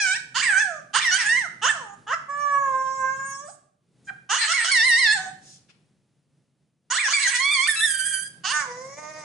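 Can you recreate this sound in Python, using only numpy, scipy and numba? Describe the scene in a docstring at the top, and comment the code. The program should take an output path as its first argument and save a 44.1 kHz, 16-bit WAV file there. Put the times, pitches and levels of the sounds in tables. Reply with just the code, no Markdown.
"""A husky puppy yelps at a gate in a hard-floored room that rings briefly over a low rumble.
Its vocal folds make pulses that glide, break and rasp; its jaw and throat shape them into cries.
After two seconds it holds a soft howl, then sniffs and paws before and after another bout of yelps.
From seven seconds on it rises to shrieks and a whistling squeal, and ends in a growly, nasal moan."""
import sys
import numpy as np
from scipy import signal
from scipy.fft import rfft, irfft, next_fast_len
from scipy.io import wavfile
from scipy.ndimage import uniform_filter1d, map_coordinates
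from numba import njit

SR = 44100
rng = np.random.default_rng(int(sys.argv[2]) if len(sys.argv) > 2 else 0)


def file_out(sig):
    """Save sig as 16-bit WAV at sys.argv[1]."""
    # one column per channel
    cols = np.atleast_2d(sig).T
    # limit, then scale
    lim = np.clip(cols, -1, 1)
    pcm = np.round(lim * 32767).astype(np.int16)
    wavfile.write(sys.argv[1], SR, pcm)


N = 407471
T = np.arange(N) / SR


def undb(db):
    """Turn decibels into a factor to multiply by."""
    return 10 ** (np.asarray(db) / 20)


def curves(rows):
    """Join each column's values with straight lines; the first column is the time."""
    times, *columns = np.transpose(rows)
    return [np.interp(T, times, column) for column in columns]


def during(spans, size=900):
    """1 inside the time spans, 0 outside, with edges softened over size samples."""
    return uniform_filter1d(sum(1. * ((T > start) & (T < end)) for start, end in spans), size=size)


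def on_log_axis(hz, points):
    """Read between (Hz, value) points, giving each octave equal room."""
    point_hz, value = np.transpose(points)
    return np.interp(np.log(hz + 1), np.log(point_hz), value)


def colour(x, points):
    """Turn frequencies up or down along a curve of (Hz, dB) points."""
    size = next_fast_len(N + 4096)
    hz = np.arange(size // 2 + 1) * SR / size
    return irfft(rfft(x, size) * undb(on_log_axis(hz, points)), size)[..., :N]


def steady(x, size=500):
    """Even out a sound so that its level stays near 1."""
    return x / np.sqrt(np.abs(uniform_filter1d(x ** 2, size)) + 1e-12)


def wander(rate):
    """A random drift, roughly 1 either way, that turns rate times a second."""
    return map_coordinates(rng.standard_normal(N // 4), [T * rate], order=1)


@njit
def resonate(x, hz, width):
    """A resonance: a filter that lets through the sound near hz and weakens the rest."""
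    y, mid, low = np.empty(len(x)), 0., 0.
    for i in range(len(x)):
        tuning, damping = np.tan(np.pi * hz[i] / SR), width[i] / hz[i]
        swing = (mid + tuning * (x[i] - low)) / (1 + tuning * (tuning + damping))
        mid, low, y[i] = 2 * swing - mid, low + 2 * tuning * swing, damping * swing
    return y


def band(x, hz, width_hz):
    """One resonance, still or moving."""
    return resonate(x, np.clip(hz, 50, SR / 3) + np.zeros(N), width_hz + np.zeros(N))


def ring(x, hz, width_hz):
    """A steeper resonance at an even level."""
    return steady(band(band(x, hz, width_hz), hz, width_hz))


def cry(start, end, first_hz, last_hz, db, treble_db, swell_db,
        held_s, fade_s, fade_db, last_jaw_hz, bark_db, pursed):
    """Plan one cry: a bark scoops up into a chain of yips, then fades."""
    # Each row: time in seconds, top pitch in Hz, sag after it in Hz,
    # share of the pitch lost when the voice breaks, rasp from 0 to 1.
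    yips = [ (-.01, 865.5, 55, 0.018, 0.1), (0.131, 774.8, 15.5, 0, 0), (.43, 1174, 246, 0.022, .25),
            (.615, 883.8, 49.5, 0.0067, 0), (1.012, 1212, 225, .17, .17), (1.192, 1011, 110.5, 0, .3),
            (1.29, 884.1, 0, 0.023, 0), (1.38, 1047, -50, 0.0045, 0.1), (1.695, 927, 170, 0.024, 0.3),
            (2.135, 657.5, -1.5, 0.012, 0.3), (4.083, 810.4, -1.5, 0.019, .3), (4.39, 1012, 180.5, .3, 0.4),
            (4.545, 1104, 199, .27, .35), (4.722, 1122, 189.5, 0.0082, 0), (4.871, 1069, 144.5, 0, 0),
            (5.0, 1079, 108.5, 0.04, .08), (5.135, 912.8, -1, 0, 0), (5.18, 757, 5.5, 0.024, 0.23),
            (7.0, 1239, 380.5, .38, 0.3), (7.144, 1189, 60, 0.014, 0.2), (7.22, 1150, 161.5, .16, 0.4),
            (7.318, 1066, 79, 0.035, .3), (7.41, 1059, 0.5, 0.0075, .05), (7.523, 1185, 145.5, 0, .1),
            (7.683, 1839, 132.5, .22, .15), (7.815, 1748, -97, 0.038, .15), (7.9, 1634, 54.5, 0.026, 0.2),
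            (8.06, 1646, 85.5, 0.0066, 0.23), (8.53, 600.8, -43.5, 0, 0.3)]
    t = np.arange(start, end - .002, .004)
    at, top_hz, sag_hz, drop, hoarse = np.transpose([yip for yip in yips if start < yip[0] < end])
    index, progress = np.divmod(np.interp(t, [*at, end], np.arange(len(at) + 1)), 1)
    yip = index.astype(int)
    scoop = np.clip((t - start) / (at[0] - start), 0, 1) ** 1.6
    # Late in a yip the pitch may break down into the low, hard chest voice.
    broken = drop[yip] * (progress > .54) * (progress < .92)
    hz = np.interp(t, [*at, end], [*top_hz, last_hz]) - sag_hz[yip] * np.sin(np.pi * progress) ** 1.15
    hz = hz * (1 - broken) * (first_hz / top_hz[0]) ** (1 - scoop)
    chest = uniform_filter1d(1. * ((t < at[0]) | (broken > .1)), size=5)
    chest *= np.clip((1015 - hz) / 200, 0, 1)
    rasp = (1 - chest) * uniform_filter1d(hoarse[yip], size=7) + .29 * chest
    faded = 1 - np.exp(-np.maximum(t - held_s, 0) / fade_s)
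    weak_db = fade_db * faded + swell_db * (1 - scoop)
    squeal_db = 18 * np.exp(-((hz - 1839) / 67) ** 2)  # the pitch meets the mouth's resonance
    level_db = db - weak_db - 6.5 * rasp - 4 * chest + squeal_db
    bright_db = treble_db - 1.18 * weak_db - .5 * chest - level_db
    open_jaw_hz = np.minimum(927 + 1.16 * hz - 130 * chest, 2095)
    jaw_hz = (1 - faded) * open_jaw_hz + faded * last_jaw_hz
    lips = np.full(len(t), np.clip(pursed, 0, 1))
    return np.column_stack([t, hz, rasp, level_db, jaw_hz, bright_db, chest, bark_db - .5 * weak_db, lips])


def calls():
    """Plans for all cries and held notes in order of time, with the columns that puppy() names."""
    # Each row: start and end in seconds, first and last pitch in Hz, level, treble and opening swell
    # in dB, fade start and fade time in seconds, fade depth in dB, jaw resonance after the fade in Hz,
    # bark level in dB, lip pursing from 0 to 1.
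    cries = [ (-.1, 0.17, 420, 1002, -26.5, -29.5, -13, 0.13, 0.03, 8.5, 1460, -36, 0),
             (0.344, 0.799, 440, 583.3, -21, -31.5, 2, 0.62, 0.048, 19.5, 795, -30, 0),
             (0.933, 1.47, 390, 600, -22, -32, -4, 1.383, 0.039, 13.5, 1240, -29.5, 0.08),
             (1.616, 1.945, 410, 397.4, -16.5, -25.5, 5, 1.705, 0.035, 28, 978.7, -25.5, 0.8),
             (2.067, 2.148, 410, 694.7, -20, -43.5, 3.5, 2.34, 0.069, 4.5, 1190, -39.5, 0.9),
             (4.071, 4.12, 790, 794.4, -30.5, -69, -3, 4.1, 0.0037, 15.5, 807, -55, 0.7),
             (4.291, 5.312, 380, 778.6, -21, -27.5, 0, 5.132, 0.04, 15.5, 725, -30.5, 0.21),
             (6.901, 7.672, 468, 1229, -22.5, -27.5, -2, 7.35, 0.085, 1, 1820, -35, 0.05),
             (7.674, 8.277, 1500, 1646, -31.5, -25.5, -13, 8.145, 0.14, 16, 1700, -42, 0.01),
             (8.436, 8.664, 368, 495, -24, -32, 4, 8.6, 0.073, 28.5, 1220, -32, 0)]
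    # Each row of both: time in seconds, pitch in Hz, level and treble in dB, jaw resonance in Hz.
    howl = [(2.28, 565.5, -29.5, -52, 1196), (2.41, 580, -24.5, -48, 1373), (2.57, 564, -18, -48.5, 1207),
            (2.62, 555.7, -27.5, -47, 1260), (2.736, 526.5, -26, -51, 1122), (2.96, 531, -32, -43.5, 1210),
            (3.02, 526, -29, -45, 1320), (3.045, 529.7, -22.5, -43, 1240), (3.08, 527.7, -27, -48.5, 1480),
            (3.288, 548, -35, -36.5, 1533), (3.39, 553.4, -42.5, -41.5, 1213), (3.445, 592, -37, -54, 776),
            (3.475, 594, -41, -54, 764), (3.5, 815, -43, -52, 770)]
    moan = [(8.67, 516, -31, -56, 795), (8.698, 486.4, -38.5, -48, 700), (8.796, 504, -38, -48, 606),
            (8.956, 569.1, -45, -50, 664), (8.99, 605, -36.5, -47.5, 595), (9.19, 619, -36.5, -48, 642),
            (9.24, 590, -39, -49, 640)]
    plans = [cry(*row) for row in cries]
    plans.append(held_note(howl, rasp=.0095, gain_db=-2.5, bright_db=-.5))
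    plans.append(held_note(moan, rasp=.22, gain_db=-3.5, bright_db=1))
    return sorted(plans, key=lambda plan: plan[0, 0])


def voicing(plans, attack_s=.02, release_s=.011):
    """1 while the vocal folds vibrate, 0 between cries."""
    gates = (np.clip((T - plan[0, 0]) / attack_s + .061, 0, 1)
             * np.clip((plan[-1, 0] - T) / release_s + 1, 0, 1) for plan in plans)
    return np.minimum(sum(gates), 1)


def vocal_folds(hz, alternation, rasp, crack, flutter_hz=285.5, tear_hz=540):
    """Sharp pulses and their phase. A second vibration shakes them in a rasp, a faster one in a crack."""
    quaver = .011 * np.clip(hz / 500 - 1, .2, 1) * wander(48)
    jitter = (.002 + .018 * rasp) * wander(110) + .015 * rasp * wander(600) + .028 * crack * wander(170)
    flutter = rasp * np.sin(2 * np.pi * np.cumsum(flutter_hz * (1 + .12 * wander(45))) / SR)
    tear = crack * np.sin(2 * np.pi * np.cumsum(tear_hz * (1 + .15 * wander(120))) / SR)
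    phase = 2 * np.pi * np.cumsum(hz * (1 + quaver + jitter)) / SR + .27 * flutter + .42 * tear
    # Harmonics are multiples of the pitch; the odd ones are weaker here.
    pulses = sum(np.cos(k * phase) * undb(-3 * (k % 2)) * np.clip((SR / 3 - k * hz) / hz, 0, 1)
                 for k in range(1, 25))
    pulses *= 1 + alternation * np.cos(phase / 2)  # uneven pulses add a tone an octave below
    pulses = steady(pulses * (1 + .4 * flutter + .72 * rasp * wander(350)))
    breath = rng.standard_normal(N) * (1 + np.cos(phase))
    return pulses + .09 * rasp * breath, phase


def throat(source, opening):
    """The throat colours the pulses, blending an open mouth with pursed lips."""
    # Each row of both: frequency in Hz, gain in dB.
    open_mouth = [(350, -9), (750, 2.5), (1900, 3.5), (3600, -4), (7200, -5), (8200, 1), (10500, -10.5)]
    pursed_lips = [(300, -3), (500, 10.5), (1100, 4), (1650, 3.5), (2200, -9), (3200, -17), (4300, -31.5),
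                   (6000, -6), (7700, -5), (10000, -24)]
    return opening * colour(source, open_mouth) + (1 - opening) * colour(source, pursed_lips)


def strain(source):
    """A second mouth resonance opens in strained cries."""
    # Each row: start and end in seconds, frequency in Hz, level against the vowel in dB.
    strains = [(-.1, 0.155, 2300, -5.5), (4.701, 5.136, 3936, -9.5)]
    return sum(during([(start, end)]) * undb(db) * ring(source, hz, 350) for start, end, hz, db in strains)


def tongue(x):
    """Four high resonances slide and swell as tongue and lips move."""
    return sum(band(x, hz * (1 + .11 * wander(17)), 600) * undb(13 * wander(30))
               for hz in np.linspace(4400, 8200, 4))


def bark(source, pursed):
    """The hard throat resonances of the chest voice, drifting a little."""
    # Each row: frequency and width in Hz, level in dB, loss through pursed lips in dB.
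    rings = [(2944, 510, -0.5, 2.5), (4650, 1200, -0.5, 39.5), (6500, 1800, -2, 10.5)]
    return sum(ring(source, hz * (1 + .025 * wander(14)), width_hz) * undb(db - pursed * lost_db)
               for hz, width_hz, db, lost_db in rings)


def puppy():
    """The voice in two parts: the round vowel with its rings, and the bright treble edge."""
    # Each row of all three: start and end in seconds.
    cracks = [(.416, 0.46), (1.0, 1.05), (1.18, 1.22), (1.218, 1.26), (4.37, 4.48), (4.6, 4.68),
              (7.09, 7.125), (7.19, 7.236), (7.298, 7.38), (7.348, 7.35)]  # the folds lose their beat and turn hoarse
    growls = [(8.542, 8.63), (8.977, 9.3)]  # the voice gains a tone an octave below
    nasal = [(8.6, 9.3)]  # the voice goes through the nose
    plans = calls()
    hz, rasp, level_db, jaw_hz, bright_db, chest, bark_db, pursed = curves(np.vstack(plans))
    crack, growl, nose, gate = during(cracks, size=200), during(growls), during(nasal), voicing(plans)
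    rasp = np.clip(rasp, .4 * crack, 1)
    source, phase = vocal_folds(hz, rasp ** 2 + .5 * growl, rasp, crack)
    # High or harsh cries open the mouth; soft, low ones pass through pursed lips.
    opening = np.clip(np.maximum(hz - 620, 0) / 300 + chest * (1 - pursed) + .16 * growl, 0, 1)
    voice = throat(source, opening)
    # The jaw resonance is a sharp peak on a broad one.
    vowel = steady(band(band(voice, jaw_hz, 450 * (1 + crack)), jaw_hz, 1900)) * undb(-5 * crack)
    vowel += strain(source) + shriek(source, phase, hz) + undb(-9.5) * nose * ring(source, 2000, 249)
    treble = signal.sosfilt(signal.butter(6, 3000, "high", fs=SR, output="sos"), voice)
    squeal = undb(10) * np.clip((hz - 1250) / 300, 0, 1) * whistle(phase)
    buzz = undb(3) * nose * ring(source + .5 * rng.standard_normal(N), 6500, 3860)
    edge = steady(steady(.5 * treble + tongue(treble)) + squeal + buzz) * undb(bright_db - 6)
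    edge *= undb(opening * (3.5 * wander(75) - 1))  # ragged from an open mouth
    # Hoarse stretches stutter, and the folds falter where the pitch jumps.
    stutter_db = (1 + 3.63 * rasp) * wander(60)
    slide = uniform_filter1d(np.abs(np.gradient(np.log(hz))) * SR, size=200)
    effort = undb(level_db - .5 + stutter_db) * gate / (1 + (slide / 45) ** 2)
    return vowel * effort + bark(source, pursed) * chest * undb(bark_db) * gate, edge * effort


def room(x, wet_db, early_db, early_s=.0042):
    """Quick echoes from floor and walls, then a smooth tail; both differ at each microphone."""
    # Each row: frequency in Hz, seconds to fade by 60 dB.
    fade_times = [(1500, 0.52), (9000, 0.35)]
    hz, seconds, grains = signal.stft(rng.standard_normal((2, SR)), SR)
    fade = undb(-60 * seconds / on_log_axis(hz, fade_times)[:, None])
    tail = signal.istft(grains * fade, SR)[1][:, :SR]
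    early = rng.standard_normal((2, SR)) * T[:SR] * np.exp(-2 * T[:SR] / early_s)
    echoes = sum(undb(db) * part / np.sqrt(np.sum(part ** 2) / 2)
                 for part, db in ((tail, wet_db), (early, early_db)))
    return x + signal.fftconvolve(x[None], echoes, axes=1)[:, :N]


def rumble():
    """A low, uneven background noise, nearly the same on both sides."""
    # Each row: frequency in Hz, gain in dB.
    tone = [(30, -31.5), (105, -11), (135, 1), (260, -11.5), (550, -19.5), (1000, -28), (10000, -35)]
    # Each row: time in seconds, level in dB.
    levels = [(0, -59), (3.4, -55.5), (3.8, -75.5), (4.1, -54.5), (4.6, -74.5), (5.3, -53), (6, -69),
              (7.2, -70), (8.3, -56.5)]
    mid, side = colour(rng.standard_normal((2, N)), tone)
    level_db, = curves(levels)
    stereo = (mid + undb(-11) * side * np.array([[1], [-1]])) / mid.std()
    return stereo * undb(level_db + 1.8 * wander(11))


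def held_note(note, rasp, gain_db, bright_db):
    """Plan a long howl or moan through pursed lips, in the same columns as a cry."""
    return np.array([(s, hz, rasp, db + gain_db, jaw_hz, treble_db - db + bright_db, 0, db, 1)
                     for s, hz, db, treble_db, jaw_hz in note])


def sniffs_and_scuffs():
    """Short swells of hiss from nose and paws."""
    # Each row: start and length in seconds, centre and width in Hz, level in dB.
    rustles = [(3.424, 0.14, 7980, 2560, -54), (4.04, 0.064, 7600, 4994, -64),
               (5.401, 0.2, 6700, 6800, -58), (5.683, 0.034, 2500, 5145, -64)]
    out = np.zeros(N)
    for start, length, hz, width_hz, db in rustles:
        hiss = band(band(rng.standard_normal(N), hz, width_hz), hz, width_hz)
        out += hiss / hiss.std() * undb(db) * np.sin(np.pi * np.clip((T - start) / length, 0, 1))
    return out


def shriek(source, phase, hz):
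    """A pressed voice gains a piercing ring and, below 1400 Hz, a firm tone at its own pitch."""
    # Each row: start and end in seconds.
    shrieks = [(7.4, 7.67), (7.755, 8.3)]
    firm_tone = undb(-7) * np.sin(phase) * np.clip((1400 - hz) / 200, 0, 1)
    return during(shrieks) * (undb(-10.5) * ring(source, 3100, 692) + firm_tone)


def whistle(phase, whistle_hz=9850):
    """The thin whistle of the highest squeals, chopped by the folds, in a rush of air."""
    tone = np.cos(2 * np.pi * np.cumsum(whistle_hz + 70 * wander(25) + 70 * wander(700)) / SR)
    air = ring(rng.standard_normal(N), 9000, 4000)
    return steady(tone * (1 + 1.2 * np.cos(phase))) + undb(-6) * air


def scene():
    """Puppy and room, heard by two unlike microphones."""
    # The balance between left and right shifts over time. Each row: time in seconds, left minus right level in
    # dB.
    balance_shifts = [(1.4, -10), (2.4, -6), (3.1, -9.5), (4.3, -8), (8.4, -9.5)]
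    # The left microphone dulls the highs. Each row: frequency in Hz, gain in dB.
    left_tone = [(3000, 4), (5800, 3), (7000, -6), (8200, -18)]
    vowel, edge = puppy()
    balance_db, = curves(balance_shifts)
    body = room(vowel, wet_db=-6.5, early_db=-6) * undb(np.array([balance_db, -balance_db]) / 2)
    # The treble beams up at the ceiling, so more of it arrives as echo.
    left, right = body + room(edge + sniffs_and_scuffs(), wet_db=3.5, early_db=7.5)
    return np.array([colour(left, left_tone), right]) + rumble()


def record(dry, top_hz=10800):
    """The recorder steeply cuts the highest sounds."""
    return signal.sosfilt(signal.ellip(10, .2, 80, top_hz, fs=SR, output="sos"), dry)


dry = scene()
out = record(dry)
file_out(out)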